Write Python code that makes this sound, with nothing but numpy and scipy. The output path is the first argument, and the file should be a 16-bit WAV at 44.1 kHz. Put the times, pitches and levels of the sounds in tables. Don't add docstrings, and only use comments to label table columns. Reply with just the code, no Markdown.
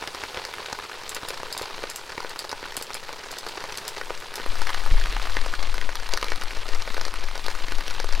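import sys
import numpy as np
from scipy import signal
from scipy.fft import rfft, irfft, next_fast_len
from scipy.io import wavfile
from scipy.ndimage import uniform_filter1d

SR = 44100
rng = np.random.default_rng(int(sys.argv[2]) if len(sys.argv) > 2 else 0)


def int16_out(signal):
    q = np.round(np.clip(np.atleast_2d(signal).T, -1, 1) * 32767)
    wavfile.write(sys.argv[1], SR, q.astype(np.int16))


N = 361619

MOVE_S = 4.45
UNDER_DB = 3
HISS_DB, PATTER_DB = -6.5, -47
DRIP_DB, DRIP_SCATTER_DB, DRIP_HZ = -27, 2.5, 1400
DRIP_COLOUR_DB, DRIP_COLOUR_SCATTER_DB = [-10, -4, -14], 4
SLAP_WIDTH, CRACK_WIDTH_HZ = 0.83, 3020
SNAP_DB, SNAP_SCATTER_DB = -9.5, 4
SNAP_FOLLOWS, SNAP_DULLS = .3, .4
USUAL_DB = -14
HAND_PAN_DB = 8
TOP_HZ = 15900


def amp(db):
    return 10 ** (np.asarray(db) / 20)


def unit(x):
    return x / np.sqrt(np.mean(x ** 2) + 1e-20)


def along(points, hz):
    f, v = np.transpose(points)
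    return np.interp(np.log(hz + 1), np.log(f + 1), v)


def curves(rows):
    s, *cols = np.transpose(rows)
    return [np.interp(np.arange(N) / SR, s, c) for c in cols]


def filtered(x, response):
    m = next_fast_len(N + SR)
    return irfft(rfft(x, m) * response(np.fft.rfftfreq(m, 1 / SR)), m)[..., :N]


def peak(f, hz, width_hz):
    return 1j * f * width_hz / (hz * hz - f * f + 1j * f * width_hz)


def place(s, rows):
    at = np.round(s * SR).astype(int)[:, None] + np.arange(rows.shape[1])
    return np.bincount(at.ravel(), rows.ravel(), N + SR)[:N]


def noise(spectrum, patchy_db, flicker_db):
    z = signal.stft(rng.standard_normal(N), nperseg=128)[2]
    field = uniform_filter1d(rng.standard_normal(z.shape), size=9, axis=0)
    field = uniform_filter1d(field, size=7, axis=1)
    flicker = uniform_filter1d(rng.exponential(size=z.shape[1]) - 1, size=3)
    gain_db = patchy_db * unit(field) + flicker_db * np.minimum(unit(flicker), 1.8)
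    x = signal.istft(z * amp(gain_db), nperseg=128)[1][:N]
    return unit(filtered(x, lambda hz: amp(along(spectrum, hz))))


def far_rain(wash_db):
    # pitch_hz, relative level_db (per Hz)
    wash_open = [(24, -43), (40, 1.5), (169, -6.5), (241, -12.5), (419, 7), (683, 1), (932, 7.5), (1110, 3),
                 (1660, 1.5), (1940, -0.5), (4400, -1), (8000, -27), (10400, -50), (17600, -120)]
    # pitch_hz, relative level_db (per Hz)
    wash_under = [(47, -39), (80, 5), (97, 0), (183, 1.5), (480, 3.5), (605, 4.5), (1160, 9.5), (1390, 6),
                  (4320, 5), (8000, -25.5), (10400, -20), (17600, -120)]
    # pitch_hz, relative level_db (per Hz)
    hiss = [(3500, -5), (6000, -8.5), (8000, -10.5), (12000, -15), (15000, -17), (16000, -12)]
    under = np.clip((np.arange(N) / SR - MOVE_S) / 0.088 + .5, 0, 1)
    beside = noise(wash_open, patchy_db=2.0, flicker_db=4.5)
    below = noise(wash_under, patchy_db=2.0, flicker_db=4.5)
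    wash = np.sqrt(1 - under) * beside + np.sqrt(under) * below
    return amp(wash_db) * (wash + amp(HISS_DB) * noise(hiss, patchy_db=1.5, flicker_db=-1.2))


def splashes(s, db, slap_hz, thud_db, crack_db, snap_db, size, splash_s, spray):
    # pitch_hz, width_hz, relative level_db
    sheet_modes = [(186, 600, -16.5), (488, 193, -7), (900, 96, -19.5)]
    t, f = np.arange(size) / SR, np.fft.rfftfreq(size, 1 / SR)
    chance = rng.standard_normal((len(s), size))
    blow = spray * chance ** 3 * np.exp(-t / splash_s)
    blow[:, 0] = -1
    lag = .0021 + .0004 * chance[:, :1]
    z = rfft(blow) * (1 + 0.13 * np.exp(-2j * np.pi * f * np.abs(lag)))
    soft = 1 / (1 + 1j * f / 5500) ** 2
    low_cut = 1j * f / (350 + 1j * f)
    slap = soft * peak(f, slap_hz[:, None], SLAP_WIDTH * slap_hz[:, None]) * low_cut
    thud = soft * sum(amp(g_db) * peak(f, c, w) for c, w, g_db in sheet_modes)
    crack = peak(f, 4300, CRACK_WIDTH_HZ) ** 2 / (1 + 1j * f / 7000)
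    snap = peak(f, 8500, 8000) ** 2 / (1 + 1j * f / 9000)
    rows = 0
    for part, part_db in zip([slap, thud, crack, snap], [0 * db, thud_db, crack_db, snap_db]):
        y = irfft(z * part, size)
        rows = rows + amp(db + part_db)[:, None] * y / np.max(np.abs(y), axis=1, keepdims=True)
    return place(s, rows)


def patter(level_db):
    count = 1800
    u, g = rng.random((count, 2)), rng.standard_normal((count, 4))
    db = -4 * np.log(1 - u[:, 1] * .94)
    slap_hz = 1500 * np.exp(.45 * g[:, 0])
    colour_db = [-9, -2, -16] + np.clip(g[:, 1:], -1.5, 1.5) * 1.0
    x = splashes(u[:, 0] * N / SR, db, slap_hz, *colour_db.T, size=512, splash_s=.0009, spray=.05)
    return amp(level_db) * unit(x)


def drips():
    count = 100
    u, g = rng.random(count), np.clip(rng.standard_normal((count, 5)), -2, 2)
    db = DRIP_DB + DRIP_SCATTER_DB * g[:, 0]
    slap_hz = DRIP_HZ * np.exp(0.41 * g[:, 1])
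    colour_db = DRIP_COLOUR_DB + DRIP_COLOUR_SCATTER_DB * g[:, 2:]
    return splashes(u * N / SR, db, slap_hz, *colour_db.T, size=1024, splash_s=0.0031, spray=0.057)


def big_drops():
    # start_s, slap level_db, slap pitch_hz, thud_db and crack_db (both against the slap)
    drops = [(0.025, -21.5, 980, 2.5, -13), (0.075, -15, 2560, -11, -6), (0.1475, -27.5, 840, 2.5, 9),
             (0.237, -17, 1190, -3.5, -6), (0.3457, -20.5, 2680, -7, -24), (0.373, -18.5, 1660, 3.5, -23),
             (0.4512, -18.5, 1740, -4, 4.5), (0.5387, -18, 1720, -22, -14), (0.583, -20, 1320, -21, -15),
             (0.6618, -20.5, 1970, -22, -0.5), (0.7278, -22, 1300, 6, 7), (0.7886, -20, 730, -18, -12),
             (0.851, -28, 1230, -4, -12), (0.8966, -22.5, 1340, -28, -15), (1.1655, -20.5, 1020, -6, -4),
             (1.2324, -34, 1510, 14, -16), (1.3047, -19, 1390, -2, -2), (1.4323, -18.5, 900, -4.5, -8),
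             (1.5965, -21.5, 860, -11, -17), (1.6136, -27, 930, 6.5, -8), (1.8382, -18, 1100, 2, -18),
             (2.1789, -21, 960, 0.5, -26), (2.2042, -24, 930, 1.5, 2), (2.2475, -24, 1120, 6, -22),
             (2.3605, -18.5, 1200, -12, -28), (2.444, -23.5, 730, -3, -6), (2.5288, -26.5, 910, 9, 0),
             (2.629, -29, 1270, 5, -14), (2.7224, -23, 1270, -22, -5), (2.7745, -30.5, 2390, 10.5, -13),
             (2.813, -26.5, 970, 2.5, 5), (2.905, -20.5, 1030, -6, -11), (3.0918, -21.5, 880, -9, -22),
             (3.129, -29, 805, -2, 9.5), (3.466, -29.5, 1120, 11.5, 8), (3.64, -29.5, 940, 11, 7.5),
             (3.7833, -23, 2560, -0.5, -7), (4.0133, -18.5, 910, -2, -17), (4.1052, -22.5, 885, 8, -30),
             (4.3405, -20, 1310, -12, 0), (4.3997, -26, 855, 5.5, -11), (4.4623, -24, 900, 7, -3),
             (4.592, -23, 1720, -8, -18), (4.6186, -15.5, 840, -24, -2), (4.6708, -13, 1090, -22, -10),
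             (4.6926, -19, 1160, -3, -11), (4.7036, -15, 980, -28, -6), (4.7458, -13.5, 1470, -15, -26),
             (4.8624, -20.5, 970, -5, -6), (4.97, -21, 1760, -32, -24), (5.0132, -19, 2000, -21, -15),
             (5.0391, -18, 2370, -7, -15), (5.0586, -17, 1310, -22, -10), (5.126, -16.5, 2580, -12, -15),
             (5.1664, -14, 870, -18, -19), (5.1984, -17, 1240, -26, -22), (5.226, -24.5, 750, -18, 6.5),
             (5.2712, -18.5, 980, -28, -15), (5.3686, -10, 825, -8, -26), (5.415, -19, 1700, -6, 0),
             (5.5387, -15.5, 1240, -12, -22), (5.631, -21.5, 1700, -22, -8), (5.7428, -19.5, 1310, -10, -1),
             (5.781, -14.5, 2100, -9, -15), (5.814, -15, 2240, -19, -19), (5.891, -15.5, 890, -22, -28),
             (5.955, -17.5, 1080, -10, 3.5), (6.0907, -21.5, 860, -11, 2), (6.1298, -19.5, 990, -25, -18),
             (6.137, -8.5, 2410, -6.5, 0), (6.1467, -24, 1100, -17, -13), (6.1741, -12.5, 1080, -31, -3),
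             (6.214, -20, 2450, -23, -1), (6.228, -10.5, 980, -8, -12), (6.2436, -21.5, 745, -4, 6),
             (6.2835, -17.5, 2280, -11, -20), (6.3198, -12, 1430, -2, -19), (6.3592, -21, 1240, -17, 3),
             (6.4201, -17.5, 1300, -18, -31), (6.436, -22.5, 1000, -8, 2.5),
             (6.5077, -20.5, 2080, -20, -13), (6.5178, -30, 840, -17, -1), (6.6896, -20.5, 1980, -1, 1),
             (6.8214, -35, 1610, -16, 17.5), (6.8766, -20, 1360, -1.5, -12), (6.9439, -27.5, 820, 0, 7.5),
             (6.968, -20, 1660, -4, -27), (6.9793, -21.5, 750, 0, -12), (7.0128, -16, 845, -12, 0.5),
             (7.0652, -26.5, 1230, 1, -10), (7.0815, -18.5, 910, -37, 0), (7.14, -19, 1370, -5.5, -5),
             (7.2858, -21.5, 1470, -25, -12), (7.355, -24, 930, -3, 3), (7.378, -23, 840, -8, 4),
             (7.464, -22, 750, -12, 6), (7.483, -19, 970, 5, 1.5), (7.514, -25, 1010, -8, 1),
             (7.684, -18, 1750, -5, -5), (7.7214, -15, 1600, -5, -6), (7.8085, -20.5, 1370, -26.5, -4),
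             (7.8802, -15.5, 2407, -9, -7), (7.902, -17, 2390, -24, -16), (8.0005, -19, 1260, 1.5, 4.5),
             (8.044, -25, 784, 7, 4), (8.0901, -20, 1010, -9, 1), (8.1254, -21.5, 780, -20, 2.5)]
    s, db, hz, thud_db, crack_db = np.transpose(drops)
    snap_db = SNAP_DB + SNAP_FOLLOWS * crack_db - SNAP_DULLS * (db - USUAL_DB)
    snap_db = snap_db + SNAP_SCATTER_DB * rng.standard_normal(len(s))
    return splashes(s, db, hz, thud_db, crack_db, snap_db, size=1024, splash_s=0.0019, spray=0.044)


def ratchet():
    # start_s, relative level_db, low_lift_db (modes below 5500 Hz)
    clicks = [(1.0928, -23.5, -4), (1.147, -23.5, 4), (1.286, -24, 1), (1.5263, -25, 9.5),
              (1.577, -22.5, 7), (1.6202, -29.5, 10), (1.8992, -24.5, 5), (1.9594, -22.5, -4),
              (2.294, -33.5, 8), (2.391, -24.5, 12), (2.493, -34, 16.5), (2.767, -18.5, -2),
              (2.824, -24.5, 2), (2.9433, -24, 3), (3.315, -29, 7.5), (3.385, -28, 9.5), (3.487, -33, 11),
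              (3.7735, -25, 4), (3.8795, -22, 6), (4.2013, -36, 3), (4.356, -23, 6)]
    # pitch_hz, relative level_db, t60_s (time to fall 60 dB)
    pawl = [(3800, -9, .01), (4400, -7, .011), (5000, -7, .011), (6350, -8, .011), (7600, -3, .011),
            (8800, -7, .011), (9800, -4, .011), (11300, -8, .009), (13100, -8, .009), (14600, -8, .009)]
    # lag_s after the click, level_db against it
    bounces = [(0, 4), (.0085, -8), (.016, -22), (.023, -39)]
    t = np.arange(SR // 16) / SR
    s, db, low_db = np.transpose(clicks)
    attack = 1 - np.exp(-t / 0.00028)
    out = 0
    for lag, lag_db in bounces:
        ring = 1.3 * np.exp(-t / .0022) * rng.standard_normal((len(s), len(t)))
        for hz, mode_db, t60 in pawl:
            g = rng.standard_normal((len(s), 3))
            lift_db = (hz < 5500) * low_db[:, None]
            level = amp(mode_db + lift_db + 2 * g[:, :1] - 60 * t / t60)
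            ring += level * np.sin(2 * np.pi * hz * (1 + .02 * g[:, 1:2]) * t + 3 * g[:, 2:])
        out = out + place(s + lag, amp(db + lag_db - 4.0)[:, None] * ring * attack)
    return filtered(out, lambda hz: peak(hz, 5000, 24000) ** 2)


def echoes(x, t60, dull_hz):
    t = np.arange(SR // 5) / SR
    tail = rng.standard_normal(len(t)) * amp(-60 * t / t60) * (t > .002)
    wet = signal.fftconvolve(x, tail / np.linalg.norm(tail))[:N]
    return filtered(wet, lambda hz: 1 / (1 + 1j * hz / dull_hz))


def hand():
    # start_s, sway level_db, tremor level_db
    shaking = [(0, -53, -67), (.9, -54, -71), (1.11, -43, -66), (3.92, -45, -65), (4.03, -35, -57),
               (4.36, -41, -73), (4.51, -19.5, -31), (4.75, -19.5, -47), (5.2, -25, -35),
               (5.57, -19.5, -38), (6.34, -25.5, -38.5), (6.7, -22, -42), (7.2, -23, -44), (7.4, -26, -48),
               (7.8, -21, -40), (8.02, -25, -35), (8.2, -14.5, -44)]
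    # pitch_hz, relative level_db (per Hz)
    sway_colour = [(2, 17.5), (4, 21.5), (18, 13.5), (26, -25), (40, -73), (100, -120)]
    # pitch_hz, relative level_db (per Hz)
    tremor_colour = [(18, -51), (25, 2), (34, 1), (42, -35), (55, -17), (70, -62), (120, -120)]
    # start_s, relative level_db
    knocks = [(4.915, -6)]
    # pitch_hz, relative level_db, t60_s (time to fall 60 dB)
    grip = [(18.5, 2, .45), (35, -15, 2.8), (62, -13, .15), (120, -24, .08), (225, -26, .1)]
    sway_db, tremor_db = curves(shaking)
    sway = noise(sway_colour, patchy_db=0.0, flicker_db=-5.5)
    tremor = noise(tremor_colour, patchy_db=0.0, flicker_db=-5.5)
    sway /= np.sqrt(np.abs(uniform_filter1d(sway ** 2, size=SR // 2)))
    shake = amp(sway_db) * sway + amp(tremor_db) * tremor
    t, swing = np.arange(N) / SR, 0
    for s, db in knocks:
        age = np.maximum(t - s, 0)
        modes = sum(amp(db + g_db - 60 * age / t60) * np.sin(2 * np.pi * hz * age)
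                    for hz, g_db, t60 in grip)
        swing += modes * (1 - np.exp(-age / .004))
    return shake * amp([[HAND_PAN_DB / 2], [-HAND_PAN_DB / 2]]) + swing * amp([[1.2], [-1.2]])


def scene():
    # start_s, wash level_db
    rain = [(0, -38), (.5, -39), (.96, -41), (1.3, -39), (2.24, -41.5), (3.24, -41.5), (3.83, -38.5),
            (4.32, -41.5), (4.6, -36.5), (5.4, -38), (5.94, -41), (6.96, -39.5), (7.15, -42.5),
            (7.49, -38.5), (8.2, -40.5)]
    # pitch_hz, level_db
    apart = [(60, -15), (300, -17.5), (1000, -45.5), (4000, -42), (12000, -17.5)]
    wash_db, = curves(rain)
    closer = amp(UNDER_DB * (np.arange(N) / SR > MOVE_S))
    near = big_drops() + closer * (drips() + patter(PATTER_DB))
    clicks = ratchet()
    wet = amp(-9.0) * echoes(near, t60=0.078, dull_hz=6340)
    wet = wet + amp(-4) * echoes(clicks, t60=0.12, dull_hz=14000)
    mid = near + clicks + wet + far_rain(wash_db)
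    side = filtered(far_rain(wash_db), lambda hz: amp(along(apart, hz)))
    return np.array([mid + side, mid - side]) + hand()


def record(dry):
    return filtered(dry, lambda hz: (hz < TOP_HZ) / (1 + (hz / 15000) ** 6))


dry = scene()
out = record(dry)
int16_out(out)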